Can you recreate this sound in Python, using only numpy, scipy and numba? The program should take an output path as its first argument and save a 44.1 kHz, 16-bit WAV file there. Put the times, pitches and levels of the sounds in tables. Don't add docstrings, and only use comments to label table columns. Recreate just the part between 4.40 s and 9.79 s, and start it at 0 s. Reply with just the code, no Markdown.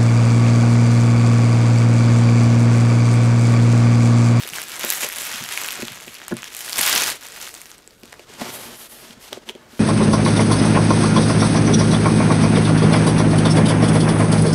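import sys
import numpy as np
from scipy import signal
from scipy.fft import rfft, irfft
from scipy.io import wavfile
from scipy.ndimage import uniform_filter1d, map_coordinates
from numba import njit

SR = 44100
rng = np.random.default_rng(int(sys.argv[2]) if len(sys.argv) > 2 else 0)


def log_audio(samples):
    frames = np.atleast_2d(samples).T
    limited = np.clip(frames, -1, 1)
    pcm = np.round(limited * 32767).astype(np.int16)
    wavfile.write(sys.argv[1], SR, pcm)


N = 237851

# time_s, crackle_db, fine_re_crackle_db
FILM_LEVELS = [(0, -35.5, -4), (.11, -41.5, 3), (.16, -33.5, 0), (.21, -35, -1.5), (.25, -39, 0),
               (.43, -31.5, -2.5), (.445, -30, 2.5), (.53, -29, 3.5), (.595, -37.5, 6), (0.634, -26, 1.5),
               (.68, -37, 2.5), (.75, -37.5, 0), (.8, -33.5, 5), (.92, -33, -1), (1.07, -36, -1),
               (1.12, -28.5, -3), (1.18, -33, 2.5), (1.28, -32, -1.5), (1.4, -33.5, -6.5),
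               (1.47, -40.5, -6), (1.7, -43.5, -0.5), (1.85, -44.5, -11), (2.05, -43.5, -9),
               (2.18, -40, 6.5), (2.35, -33, 1), (2.395, -23, 2.5), (2.57, -21.5, 1), (2.62, -25, -1),
               (2.71, -26.5, 1), (2.75, -34.5, -1.5), (2.785, -51.5, 1), (2.85, -41, -3), (3.0, -41, 0),
               (3.049, -34, -0.5), (3.1, -44, 3.5), (3.27, -49, 1.5), (3.43, -57.5, -6), (3.62, -59, 4)]
# start_s, ring_peak_db, pitch_hz, treble_re_ring_db
CREASE_SNAPS = [(0.0347, -15.5, 3420, -17), (0.0754, -16, 11600, -15), (0.0894, -17.5, 2620, -3),
                (0.1349, -15.5, 3020, -4), (0.1838, -15.5, 1500, -15), (0.2171, -13, 10600, -15),
                (0.395, -13.5, 11900, -7), (0.4399, -12, 1510, -13), (0.4485, -17, 10680, 9.5),
                (0.5026, -6, 11900, 10), (0.5351, -15.5, 11100, 6), (0.6081, -14, 12060, 2),
                (0.6444, -12, 9990, -5), (0.688, -15, 11630, -12), (0.6998, -16, 2130, -6),
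                (0.7251, -16, 11280, -9), (0.7605, -16, 10420, -7), (0.7847, -15.5, 7070, 0),
                (0.8344, -19, 7360, -2), (1.0391, -14, 13950, -7), (1.049, -19, 2410, -9),
                (1.062, -15.5, 1980, -12), (1.0892, -17, 2800, -18), (1.1752, -10, 2280, -4),
                (1.2155, -15, 11280, -3), (1.2814, -15, 10250, 0), (1.2864, -12, 2740, -17),
                (1.3221, -15, 11800, -8), (1.422, -12.5, 2670, -22), (1.4517, -19, 3720, -8),
                (1.4822, -13.5, 3130, -24), (1.5206, -21, 12140, -7), (1.5582, -26, 2930, 1),
                (1.6019, -24.5, 3010, -19), (1.6801, -24, 2500, -8), (1.7428, -23.5, 10590, -15),
                (1.7511, -21, 4220, -12), (1.8169, -24.5, 1960, -22), (1.8392, -27, 6760, -7),
                (1.8813, -13.5, 7900, -10), (1.9681, -14.5, 8400, -23), (2.0216, -22.5, 6000, -11),
                (2.0305, -17.5, 2480, -22), (2.0426, -15, 6060, -15), (2.0536, -27, 3500, -6),
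                (2.0822, -23, 2840, -15), (2.1488, -15.5, 9900, -17), (2.1667, -22, 4140, 7),
                (2.1903, -18, 6370, -8), (2.2076, -17.5, 6980, -7), (2.2953, -12, 7300, -16),
                (2.3299, -9.5, 5100, -0.5), (2.3829, -4.5, 2570, 0.5), (2.4138, -4, 12600, 1),
                (2.4626, -8, 10500, 3), (2.4956, -4, 13010, -8), (2.5281, -2, 6100, -10),
                (2.5518, -6, 12200, -9), (2.5609, 4.5, 3330, -21), (2.5785, -3, 7400, -15),
                (2.4778, -13, 5500, -5), (2.6212, -6.5, 5600, -10), (2.6413, -7.5, 4200, -3),
                (2.8679, -21, 7200, -19), (2.9209, -22.5, 7860, -12), (3.1412, -19, 8140, -9),
                (3.15, -20.5, 4800, -19), (3.2163, -19.5, 10000, -14), (3.2572, -24, 2480, -15),
                (3.3158, -23.5, 6100, -22), (3.3813, -33, 8500, -8), (3.4754, -25, 7600, -20),
                (3.5078, -35, 4820, -13)]
# start_s, peak_db, spot_hz, spread_octaves
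BOX_KNOCKS = [(.05, -30.5, 483, 0.64), (0.121, -37, 158, 0.19), (0.4393, -20, 614, 1.3),
              (0.627, -26.5, 520, 1.15), (.642, -23, 506, 0.33), (0.942, -34, 180, 0.7),
              (1.004, -30.5, 147, 0.41), (1.015, -29, 200, 0.83), (1.391, -25, 364, 0.57),
              (1.424, -18, 273, 1.06), (1.504, -34.5, 140, 0.58), (1.673, -30.5, 400, 1.9),
              (1.912, -19.5, 453, 1.9), (1.922, -17.5, 1500, 0.59), (1.923, -11.5, 224, 1.08),
              (2.388, -26, 260, 1), (3.472, -42, 420, 0.3), (3.631, -32, 303, 1.2),
              (3.725, -36.5, 805, 0.76), (3.792, -33, 554, 0.94), (3.898, -39, 405, 0.12),
              (4.014, -20, 830, 0.52), (4.018, -19, 230, 0.18), (4.298, -45, 199, 0.72),
              (4.7, -33.5, 179, 0.59), (4.772, -37, 175, 0.43), (4.926, -21.5, 684, 0.97),
              (4.971, -24, 457, 0.88), (5.091, -30, 900, 0.46), (5.099, -31.5, 404, 0.17),
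              (5.152, -29, 390, 0.69), (5.331, -37, 219, 0.65)]
# pitch_hz, level_db, t60_s
BOX_MODES = [(65, -13, .12), (105, -9, .14), (130, -9, .18), (180, -9, .09), (229, 0, .12), (280, -7, .07),
             (352, -4, .1), (420, -7, .09), (505, -8, .09), (600, -8, .09), (700, -10, .07), (855, -9, .05),
             (1050, -11, .045), (1440, -12, .035), (1700, -13, .035)]
# start_s, length_s, rub_db, fade_db, hiss_re_rub_db, hiss_rise_db, drum_re_rub_db
HAND_STROKES = [(3.602, 0.24, -51.5, 1, -8, -4, -1), (3.849, 0.19, -43.5, 5.5, -15, 9, -2.5),
                (3.974, .13, -32.5, 5, -13, 7, -0.5), (4.1, .26, -37, 7, 2.5, -7.5, -1),
                (4.348, 0.12, -41.5, 4, 6, -8, -7), (4.482, 0.25, -45, -0.5, 7.5, -18, -6.5),
                (4.724, 0.084, -51.5, 5, -17, 0, 5), (4.79, 0.096, -40.5, 3.5, -3.5, -2, -14),
                (4.898, 0.084, -34.5, 13.5, -11, -5, -1), (4.988, 0.049, -53, 0.5, -17, 0, 4),
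                (5.046, 0.059, -47, -3.5, -7, -4, 0.5), (5.11, 0.26, -57.5, 2, -14, 0, 8),
                (5.28, .14, -53.5, -7.5, -8, 4, -12)]
# start_s, ring_peak_db, pitch_hz, treble_re_ring_db
NAIL_PICKS = [(3.6338, -25.5, 3100, -6), (3.6555, -31, 8440, -15), (3.6773, -37, 3430, -12),
              (3.7242, -29.5, 8000, -18), (3.7278, -23, 1880, -17), (3.74, -29, 1620, -12),
              (3.7946, -28, 2760, -8), (3.9381, -29, 7300, -22), (4.0122, -20.5, 2070, -7),
              (4.0195, -23, 1890, -12), (4.7079, -29.5, 3300, -17), (4.9295, -11.5, 3450, -28),
              (4.9705, -35, 1710, -8), (5.0897, -13, 3360, -20), (5.0946, -13.5, 3330, -25),
              (5.099, -28, 2000, -16), (5.1516, -32.5, 3200, -21)]
# time_s, amplitude_ratio
ECHO_SHARE = [(0, 0.068), (.6, 0.17), (1.7, 0.22), (2.3, 0.032)]
# freq_hz, density_db
ROOM_SPECTRUM = [(15, -34), (25, 4.5), (463, 1), (988, -19), (1520, -4), (1790, -19), (2280, -49.5),
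                 (3820, -17), (9320, -21), (16000, -24)]
# freq_hz, gain_db
MIC_RESPONSE = [(40, -2), (120, -2.5), (700, -1), (2500, -1.5), (6500, -1.17), (9200, -1), (12000, -1),
                (14500, -0.5), (16000, -9)]


def film():
    coarse, fine = film_gains()
    when, strength, coarse_pitch, fine_pitch, balance = rng.random((9000, 5)).T
    pace = np.cumsum(flicker(45, 5.5))
    start = np.searchsorted(pace, when * pace[-1]).clip(0, N - 1)
    size = undb(np.minimum(-4.5 * np.log(strength), 17))
    fine_size = size * undb(12 * (balance - .5))
    big = unit(bursts(start, hz=900 * 4.55 ** coarse_pitch, q=.73, fade_ms=.52, size=size))
    small = unit(bursts(start, hz=5500 * 2.7 ** fine_pitch, q=1.8, fade_ms=.22, size=fine_size))
    stir = flicker(21.92, 2.24)
    crackle = coarse * (undb(-.5) * big + undb(-2.5) * stir * band(950, 4840))
    fizz = fine * (undb(-3) * small + undb(-5.5) * stir ** .3 * band(3700, 12600))
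    air_push = undb(-15) * coarse ** 1.4 * flicker(11, 4.5) * band(44, 150)
    sheet_flap = undb(-22) * coarse ** .7 * flicker(30, 2.5) * band(172, 770)
    snap_rows = np.vstack([CREASE_SNAPS, small_snaps()])
    snaps = clicks(snap_rows, ring_q=3.8, fade_ms=.51, crack_db=-4, crack_q=.75)
    return crackle + fizz + air_push + sheet_flap + snaps


def film_gains():
    time_s, crackle_db, fine_db = np.transpose(FILM_LEVELS)
    t = np.arange(N) / SR
    return [undb(np.interp(t, time_s, db, -120, -120)) for db in (crackle_db, crackle_db + fine_db)]


def small_snaps(count=260):
    time_s, crackle_db, _ = np.transpose(FILM_LEVELS)
    when, strength, pitch, treble = rng.random((count, 4)).T
    start_s = when * time_s[-1]
    peak_db = np.interp(start_s, time_s, crackle_db) + 8.5 + 8 * strength ** 2
    return np.transpose([start_s, peak_db, 1700 * 5.66 ** pitch, -8.5 + 12 * (treble - .5)])


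def knocks(held_from_s=4.5, held_damping=1.7):
    out = np.zeros(N + SR // 2)
    t = np.arange(SR // 2)[:, None] / SR
    hz, mode_db, t60_s = np.transpose(BOX_MODES)
    polarity = (-1) ** np.arange(len(hz))
    onset = 1 - np.exp(-t * hz / .067)
    for start_s, peak_db, spot_hz, octaves in BOX_KNOCKS:
        reach = undb(mode_db - 6.6 * (np.log2(hz / spot_hz) / octaves) ** 2)
        damping = held_damping if start_s > held_from_s else 1
        phase = .5 * rng.standard_normal(len(hz))
        modes = np.sin(2 * np.pi * hz * t + phase) * decay(t, t60_s / damping)
        ring = (modes * onset) @ (reach * polarity)
        i = int(start_s * SR)
        out[i:i + len(ring)] += undb(peak_db) * ring / np.abs(ring).max()
    return out[:N]


def hands():
    rub, hiss, drum = stroke_gains()
    grip = flicker(35, 1.6)
    grain = flicker(400, 1.67)
    friction = band(330, 4650) + undb(-4) * band(3570, 8400)
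    flap_ring = undb(-10) * band(2800, 3430)
    rasp = rub * grip * grain * (friction + flap_ring)
    drumming = unit(box_ring(band(104, 3300))) + undb(-4.5) * band(130, 1840)
    drumming *= flicker(20.77, 1.5)
    sheen = band(8300, 13800) + .34 * band(10200, 13300)
    nails = clicks(NAIL_PICKS, ring_q=5, fade_ms=.7, crack_db=-4.5, crack_q=1.3)
    return rasp + hiss * grip * sheen + drum * drumming + nails


def stroke_gains(attack_s=.044, release_s=.012):
    t = np.arange(N) / SR
    power = 0
    for start_s, length_s, rub_db, fade_db, hiss_db, rise_db, drum_db in HAND_STROKES:
        age_s = t - start_s
        along = np.clip(age_s / length_s, 0, 1)
        attack = np.clip(age_s / attack_s, 0, 1)
        release = np.exp(-np.maximum(age_s - length_s, 0) / release_s)
        level_db = rub_db - fade_db * along
        layers_db = [level_db, level_db + hiss_db + rise_db * along, level_db + drum_db]
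        power += (attack * release * undb(layers_db)) ** 2
    return np.sqrt(power)


def box_ring(force):
    out = 0
    for hz, db, t60_s in BOX_MODES:
        radius, angle = decay(1 / SR, t60_s), 2 * np.pi * hz / SR
        out += undb(db) * signal.lfilter([1, 0, -1], [1, -2 * radius * np.cos(angle), radius ** 2], force)
    return out


def close_echo(x, delay_ms=.217):
    i = np.arange(N)
    share = np.interp(i / SR, *np.transpose(ECHO_SHARE))
    return x - share * map_coordinates(x, [i - delay_ms * SR / 1000], order=3)


def room(x, t60_s=.22, tail_db=-16.5):
    t = np.arange(SR // 2) / SR
    mids = band(207, 7100)[:len(t)] * decay(t, t60_s)
    treble = 1.37 * band(3000, 14000)[:len(t)] * decay(t, .15 * t60_s)
    tail = (mids + treble) * (t > .003)
    return x + undb(tail_db) * signal.fftconvolve(x, tail / np.linalg.norm(tail))[:N]


def room_tone(rms_db=-54):
    return undb(rms_db) * unit(colour(rng.standard_normal(N + 1), ROOM_SPECTRUM)[:N])


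def clicks(table, ring_q, fade_ms, crack_db, crack_q):
    start_s, db, hz, treble_db = np.transpose(table)
    start = (start_s * SR).astype(np.int64)
    ring = bursts(start, hz, ring_q, fade_ms, undb(db), by_peak=True)
    crack = bursts(start, 2070, crack_q, fade_ms, undb(db + crack_db), by_peak=True)
    tick = bursts(start, 11500, 1.5, .9 * fade_ms, undb(db + treble_db), by_peak=True)
    return ring + crack + tick


def bursts(start, hz, q, fade_ms, size, by_peak=False):
    pitch_hz = np.full(len(start), hz, float)
    return render_bursts(start, pitch_hz, float(q), fade_ms * SR / 1000, size,
                         rng.standard_normal(N), by_peak)


@njit
def render_bursts(start, hz, q, fade_samples, size, noise, by_peak):
    out = np.zeros(N + 512)
    for e in range(len(start)):
        g = np.tan(np.pi * hz[e] / SR)
        band_state, low_state, envelope = 0., 0., 1.
        burst = np.zeros(min(512, int(7 * fade_samples + 4 * q * SR / hz[e])))
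        for i in range(len(burst)):
            attack = min(1., (i + 1) / (.4 * fade_samples))
            drive = envelope * attack * noise[(start[e] + 977 * e + i) % N]
            envelope *= 1 - 1 / fade_samples
            passed = (band_state + g * (drive - low_state)) / (1 + g * (g + 1 / q))
            band_state = 2 * passed - band_state
            low_state += 2 * g * passed
            burst[i] = passed / q
        gain = size[e] / np.abs(burst).max() if by_peak else size[e]
        out[start[e]:start[e] + len(burst)] += gain * burst
    return out[:N]


def band(lo_hz, hi_hz):
    sos = signal.butter(2, [lo_hz, hi_hz], "band", fs=SR, output="sos")
    return unit(signal.sosfilt(sos, rng.standard_normal(N)))


def flicker(rate_hz, depth_db):
    hold = int(SR / rate_hz)
    steps = np.repeat(rng.standard_normal(N // hold + 1), hold)
    return undb(depth_db * uniform_filter1d(steps, hold)[:N])


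def colour(x, points):
    hz, db = np.transpose(points)
    bin_hz = np.maximum(np.arange(len(x) // 2 + 1) * SR / len(x), 1)
    return irfft(rfft(x) * undb(np.interp(np.log(bin_hz), np.log(hz), db)), len(x))


def decay(t, t60_s):
    return np.exp(-np.log(1000) * t / t60_s)


def undb(db):
    return 10 ** (np.asarray(db) / 20)


def unit(x):
    return x / np.sqrt(np.mean(x ** 2))


def scene():
    background = room_tone()
    return (room(close_echo(film()) + knocks() + hands()) + background)[None]


def record(dry):
    drive, cutoff_hz = 1.1, 15700
    coloured = colour(np.append(dry[0], 0), MIC_RESPONSE)[:N]
    rounded = np.tanh(drive * coloured) / drive
    lowpass = signal.ellip(12, .3, 100, cutoff_hz, fs=SR, output="sos")
    return signal.sosfilt(lowpass, rounded)[None]


dry = scene()
out = record(dry)
log_audio(out)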